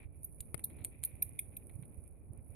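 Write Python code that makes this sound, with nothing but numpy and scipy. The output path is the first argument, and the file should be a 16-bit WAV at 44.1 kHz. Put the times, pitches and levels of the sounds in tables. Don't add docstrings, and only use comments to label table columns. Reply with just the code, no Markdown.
import sys
import numpy as np
from scipy import signal
from scipy.fft import rfft, irfft
from scipy.io import wavfile

SR = 44100
rng = np.random.default_rng(int(sys.argv[2]) if len(sys.argv) > 2 else 0)


def store_pcm(level_fs):
    pcm = np.round(np.clip(level_fs, -1, 1) * 32767).astype(np.int16)
    wavfile.write(sys.argv[1], SR, np.atleast_2d(pcm).T)


N = 112454
SHORT = 4096
T = np.arange(N) / SR
AGE = T[:SHORT]


# start_s, crack_db, low_db, middle_db, middle_hz, bright_db, top_db, touch_lead_s
COLLAR_IMPACTS = [(0.2434, -90, -90, -92, 3600, -47.5, -42, .007),
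                  (0.4054, -51, -74, -66, 4200, -42, -56, .002),
                  (0.6397, -95, -100, -55.5, 3950, -37, -36.5, .003),
                  (0.8468, -44.5, -56, -64, 4100, -35.5, -49, .0055),
                  (1.0366, -45.5, -56, -57, 3850, -34, -50, .005),
                  (1.0483, -80, -94, -61, 4150, -38.5, -35.5, .004),
                  (1.2226, -92, -48, -56, 3800, -36, -31.5, .0025),
                  (1.3906, -80, -43, -51, 3300, -35, -41, .0035),
                  (1.5666, -94, -58.5, -64, 3600, -47, -46, .0023)]
# pitch_hz, bandwidth_hz, gain_db, group (0 low, 1 bright, 2 top)
COLLAR_MODES = [(2360, 320, 0, 0), (8850, 450, -5.5, 1), (9660, 400, -1.5, 1), (11250, 220, -3.5, 2),
                (13240, 160, 4.5, 2)]
# frequency_hz, gain_db
CRACK_SPECTRUM = [(500, -10.5), (1400, -14), (3200, -1), (4500, -6), (5300, -41.5), (6100, -18),
                  (7200, 2.5), (10000, 3), (14300, -2), (15500, -22)]
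FIZZ_SPECTRUM = [(5500, -70), (7400, -34), (8600, -3), (10300, 0), (12000, -7), (13500, -7), (14500, -21),
                 (15400, -34)]

def collar():
    chatter_s, crack_s, apart = .0017, .0025, .55
    out = np.zeros((2, N))
    for at, crack_db, low_db, middle_db, middle_hz, bright_db, top_db, lead_s in COLLAR_IMPACTS:
        strike = 3 * (AGE == 0)
        force = contact(chatter_s, apart) + strike
        group_db = low_db, bright_db, top_db
        detunings = .2 * rng.uniform(-1, 1, len(COLLAR_MODES))
        modes = undb(middle_db) * resonance(force, middle_hz, width_hz=750)
        for (hz, width_hz, db, group), detuning in zip(COLLAR_MODES, detunings):
            mode = resonance(force, hz + detuning * width_hz, width_hz)
            modes += undb(db + group_db[int(group)]) * mode
        crack = fix_energy(colour(contact(crack_s, apart), CRACK_SPECTRUM), .02)
        fizz = fix_energy(colour(contact(chatter_s, apart), FIZZ_SPECTRUM), .013)
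        click = modes + undb(crack_db) * crack + undb(bright_db - 5.5) * fizz
        add(out, at, click)
        add(out, at - lead_s, undb(-18) * click)
    out *= undb(-2) * pan(-2)
    right_lag_s = .000019
    phase_lag = 2 * np.pi * np.fft.rfftfreq(N, 1 / SR) * right_lag_s
    out[1] = irfft(rfft(out[1]) * np.exp(-1j * phase_lag), N)
    return out


# frequency_hz, gain_db
SCATTER_SPECTRUM = [(2300, -13), (4000, -5), (7300, -19.5), (8600, -2.5), (10300, 4.5), (11500, 1),
                    (13500, -11.5), (15000, -23)]

def scattering(direct):
    rise_s, t60_s = .003, .19
    age = T[:SR // 3]
    response = noise(len(age)) * undb(-60 * age / t60_s) * (1 - np.exp(-age / rise_s))
    tail = signal.fftconvolve(direct, fix_energy(response, 1 / SR), axes=1)[:, :N]
    return undb(-12.5) * colour(tail, SCATTER_SPECTRUM)


# time_s, level_db
PATTER_ENVELOPE = [(0, -67), (.1, -80), (.16, -68), (.36, -66), (.6, -64.5), (.8, -67.5), (.98, -69.5),
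                   (1.15, -65.5), (1.5, -66), (1.8, -67), (2.0, -67.5), (2.15, -73.5), (2.42, -73),
                   (2.52, -63), (2.55, -69.5)]
# frequency_hz, gain_db
PATTER_SPECTRUM = [(5500, -60.5), (7700, -42), (8700, -10.5), (9900, 4), (11200, -7), (12300, -15),
                   (13300, -11.5), (14200, -25), (15200, -42.5)]

def snow_patter():
    impacts = grains(N, per_s=900, apart=.44)
    patter = unit_rms(colour(impacts, PATTER_SPECTRUM)) * undb(-6) * pan(-16)
    hiss = unit_rms(colour(noise(N), PATTER_SPECTRUM)) * undb(-6.5) * pan(1.5)
    return (patter + hiss) * curve(PATTER_ENVELOPE)


# start_s, relative_peak_db
TICK_EVENTS = [(0.2325, -37), (0.3253, -48), (0.346, -47.5), (0.578, -39), (0.594, -37.5), (0.654, -34),
               (0.6992, -46), (0.7677, -48), (0.7914, -51), (1.1543, -48.5), (1.292, -39.5), (1.669, -44),
               (1.695, -49), (1.7542, -48), (1.8251, -45), (1.855, -46.5), (1.944, -50), (2.0392, -48),
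               (2.0775, -48), (2.333, -50), (2.375, -48.5)]
# frequency_hz, gain_db
TICK_SPECTRUM = [(2000, -37.5), (4000, -28.5), (5500, -58), (7300, -38.5), (8800, 2.5), (9900, 11),
                 (12000, -7), (13700, -6), (15200, -32)]

def ticks():
    out = np.zeros((2, N))
    for at, db in TICK_EVENTS:
        tick = colour(contact(decay_s=.0018, apart=.99), TICK_SPECTRUM)
        add(out, at, tick / abs(tick).max() * undb(db + 1) * pan(-7))
    return out


# start_s, relative_level_db, decay_s
CRUNCH_EVENTS = [(.578, -75, 0.004), (0.591, -68, 0.004), (0.698, -71, 0.015), (.785, -70, 0.025),
                 (.815, -72, 0.01), (1.694, -72, 0.008), (1.826, -72, 0.013)]
# frequency_hz, gain_db
CRUNCH_SPECTRUM = [(500, 12), (1500, 1), (2300, 14), (3000, 0.5), (4200, 2), (5200, -60)]

def crunches():
    out = np.zeros((2, N))
    for at, db, decay_s in CRUNCH_EVENTS:
        grit = grains(SHORT, per_s=500, apart=.55) * np.exp(-AGE / decay_s)
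        grit += .07 * contact(decay_s)
        add(out, at, fix_energy(colour(grit, CRUNCH_SPECTRUM), .05) * undb(db))
    return out


# frequency_hz, gain_db
KNOCK_SPECTRUM = [(30, -16), (200, -11), (480, 1.5), (1000, -9), (1600, -14), (2200, -6), (3200, -18.5),
                  (4200, -22.5), (5100, -22), (5700, -60), (7500, -48), (8800, -6.5), (9900, -1.5),
                  (11300, -13.5), (12300, -16), (13300, -12), (15000, -26)]

def port_knock():
    start_s, snap_lag_s = .5432, .0017
    swing_hz, swing_decay_s = 126, .0069
    snap = -1. * (np.arange(SHORT) == int(snap_lag_s * SR))
    blow = unit_rms(contact(decay_s=.0033)) + undb(-6.5) * unit_rms(snap)
    scratch = fix_energy(colour(blow, KNOCK_SPECTRUM), .0019) * undb(-26.5)
    swing = -np.sin(2 * np.pi * swing_hz * AGE) * np.exp(-AGE / swing_decay_s) * undb(-27.5)
    out = np.zeros((2, N))
    add(out, start_s, (scratch + swing) * undb([[0], [-26]]))
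    return out


# frequency_hz, gain_db
RUMBLE_SPECTRUM = [(12, -12.5), (25, -10), (50, 3), (80, 7), (115, 2), (160, -3), (230, -22), (400, -49),
                   (2000, -95)]
# centre_s, relative_level_db, pitch_hz
EDDIES = [(0.059, -42.5, 76.5), (.41, -45, 82), (.65, -49, 97.5), (0.818, -45.5, 93), (1.143, -42.5, 85.5),
          (1.266, -46, 80.6), (1.492, -42.5, 73), (1.759, -41, 91), (1.795, -44, 130), (1.827, -45, 147),
          (1.988, -41.5, 70), (2.31, -42, 101), (2.391, -42, 81), (2.50, -47, 84)]

def wind_buffeting():
    out = unit_rms(colour(noise(N), RUMBLE_SPECTRUM)) * undb(-55) * pan(-5)
    offset_s, sigma_s = AGE - AGE.mean(), .005
    envelope = np.exp(-.5 * (offset_s / sigma_s) ** 2)
    phases = np.pi * rng.uniform(-.97, 1, len(EDDIES))
    for (at, db, hz), phase in zip(EDDIES, phases):
        eddy = np.cos(2 * np.pi * hz * offset_s + phase) * envelope
        add(out, at + offset_s[0], eddy * undb(db - 2) * pan(-18.5))
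    return out


# time_s, level_db
AIR_ENVELOPE = [(0, -60.5), (.1, -64.5), (.4, -62.5), (.52, -60.5), (.6, -59.5), (.8, -56.5), (1.0, -64),
                (1.2, -60), (1.4, -63.5), (1.5, -60.5), (1.95, -59.5), (2.08, -63.5), (2.28, -63.5),
                (2.35, -57.5), (2.42, -63), (2.55, -60)]
# frequency_hz, gain_db
AIR_SPECTRUM = [(100, -0.5), (250, 1.5), (400, -4), (560, -8), (800, -16), (1100, -24.5), (1700, -33.5),
                (4000, -67.5)]

def air_rush():
    return unit_rms(colour(noise(N, apart=.76), AIR_SPECTRUM)) * curve(AIR_ENVELOPE)


# time_s, level_db
HISS_ENVELOPE = [(0, -68.5), (.1, -84), (.35, -84.5), (.5, -79), (.8, -76.5), (1.0, -73.5), (1.2, -71),
                 (1.5, -76.5), (1.7, -79.5), (1.9, -83.5), (2.1, -83.5), (2.45, -86.5), (2.55, -79.5)]
# frequency_hz, gain_db
HISS_SPECTRUM = [(1000, -19), (1650, -16), (2400, 2.5), (3000, -21), (3700, -20.5), (4600, -36),
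                 (7000, -40), (9000, -51)]

def hiss_and_rustle():
    knots_s = np.linspace(0, T[-1], 64)
    surge_db = 4 * np.interp(T, knots_s, rng.standard_normal(len(knots_s)))
    hiss = colour(grains(N, per_s=1500, apart=.97), HISS_SPECTRUM)
    return unit_rms(hiss * undb(surge_db)) * curve(HISS_ENVELOPE) * pan(3.5)


def contact(decay_s, apart=1):
    return noise(SHORT, apart) * np.exp(-AGE / decay_s)


def resonance(force, hz, width_hz):
    edges_hz = [hz - width_hz / 2, hz + width_hz / 2]
    band = signal.butter(3, edges_hz, "bandpass", fs=SR, output="sos")
    return fix_energy(signal.sosfilt(band, force), .0085)


def grains(size, per_s, apart):
    return (rng.random(size) < per_s / SR) * noise(size, apart)


def noise(size, apart=1):
    independent = rng.standard_normal((2, size))
    common = rng.standard_normal(size)
    return apart * independent + np.sqrt(1 - apart ** 2) * common


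def colour(x, spectrum):
    hz, db = np.array(spectrum).T
    size = 2 ** int(np.ceil(np.log2(x.shape[-1] + SHORT)))
    bins_hz = np.fft.rfftfreq(size, 1 / SR)
    gain = undb(np.interp(np.log(bins_hz + 1), np.log(hz), db))
    cepstrum = irfft(np.log(gain))
    cepstrum[1:size // 2] *= 2
    cepstrum[size // 2 + 1:] = 0
    return irfft(rfft(x, size) * np.exp(rfft(cepstrum)))[..., :x.shape[-1]]


def undb(db):
    return 10 ** (np.asarray(db) / 20)


def pan(db):
    return undb(np.array([[db], [-db]]) / 2)


def unit_rms(x):
    return x / np.sqrt(np.mean(x ** 2))


def fix_energy(x, seconds):
    return x * np.sqrt(seconds * SR / np.sum(x ** 2, axis=-1, keepdims=True))


def curve(rows):
    return undb(np.interp(T, *np.array(rows).T))


def add(out, at, x):
    start = int(at * SR)
    lo, hi = max(start, 0), min(start + x.shape[-1], N)
    out[:, lo:hi] += x[:, lo - start:hi - start]


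def scene():
    clicks = collar()
    dog = clicks + scattering(clicks) + snow_patter() + ticks() + crunches()
    return dog + hiss_and_rustle() + port_knock() + wind_buffeting() + air_rush()


def record(dry):
    cutoff_hz = 15400
    return signal.sosfilt(signal.ellip(8, .2, 70, cutoff_hz, fs=SR, output="sos"), dry)


dry = scene()
out = record(dry)
store_pcm(out)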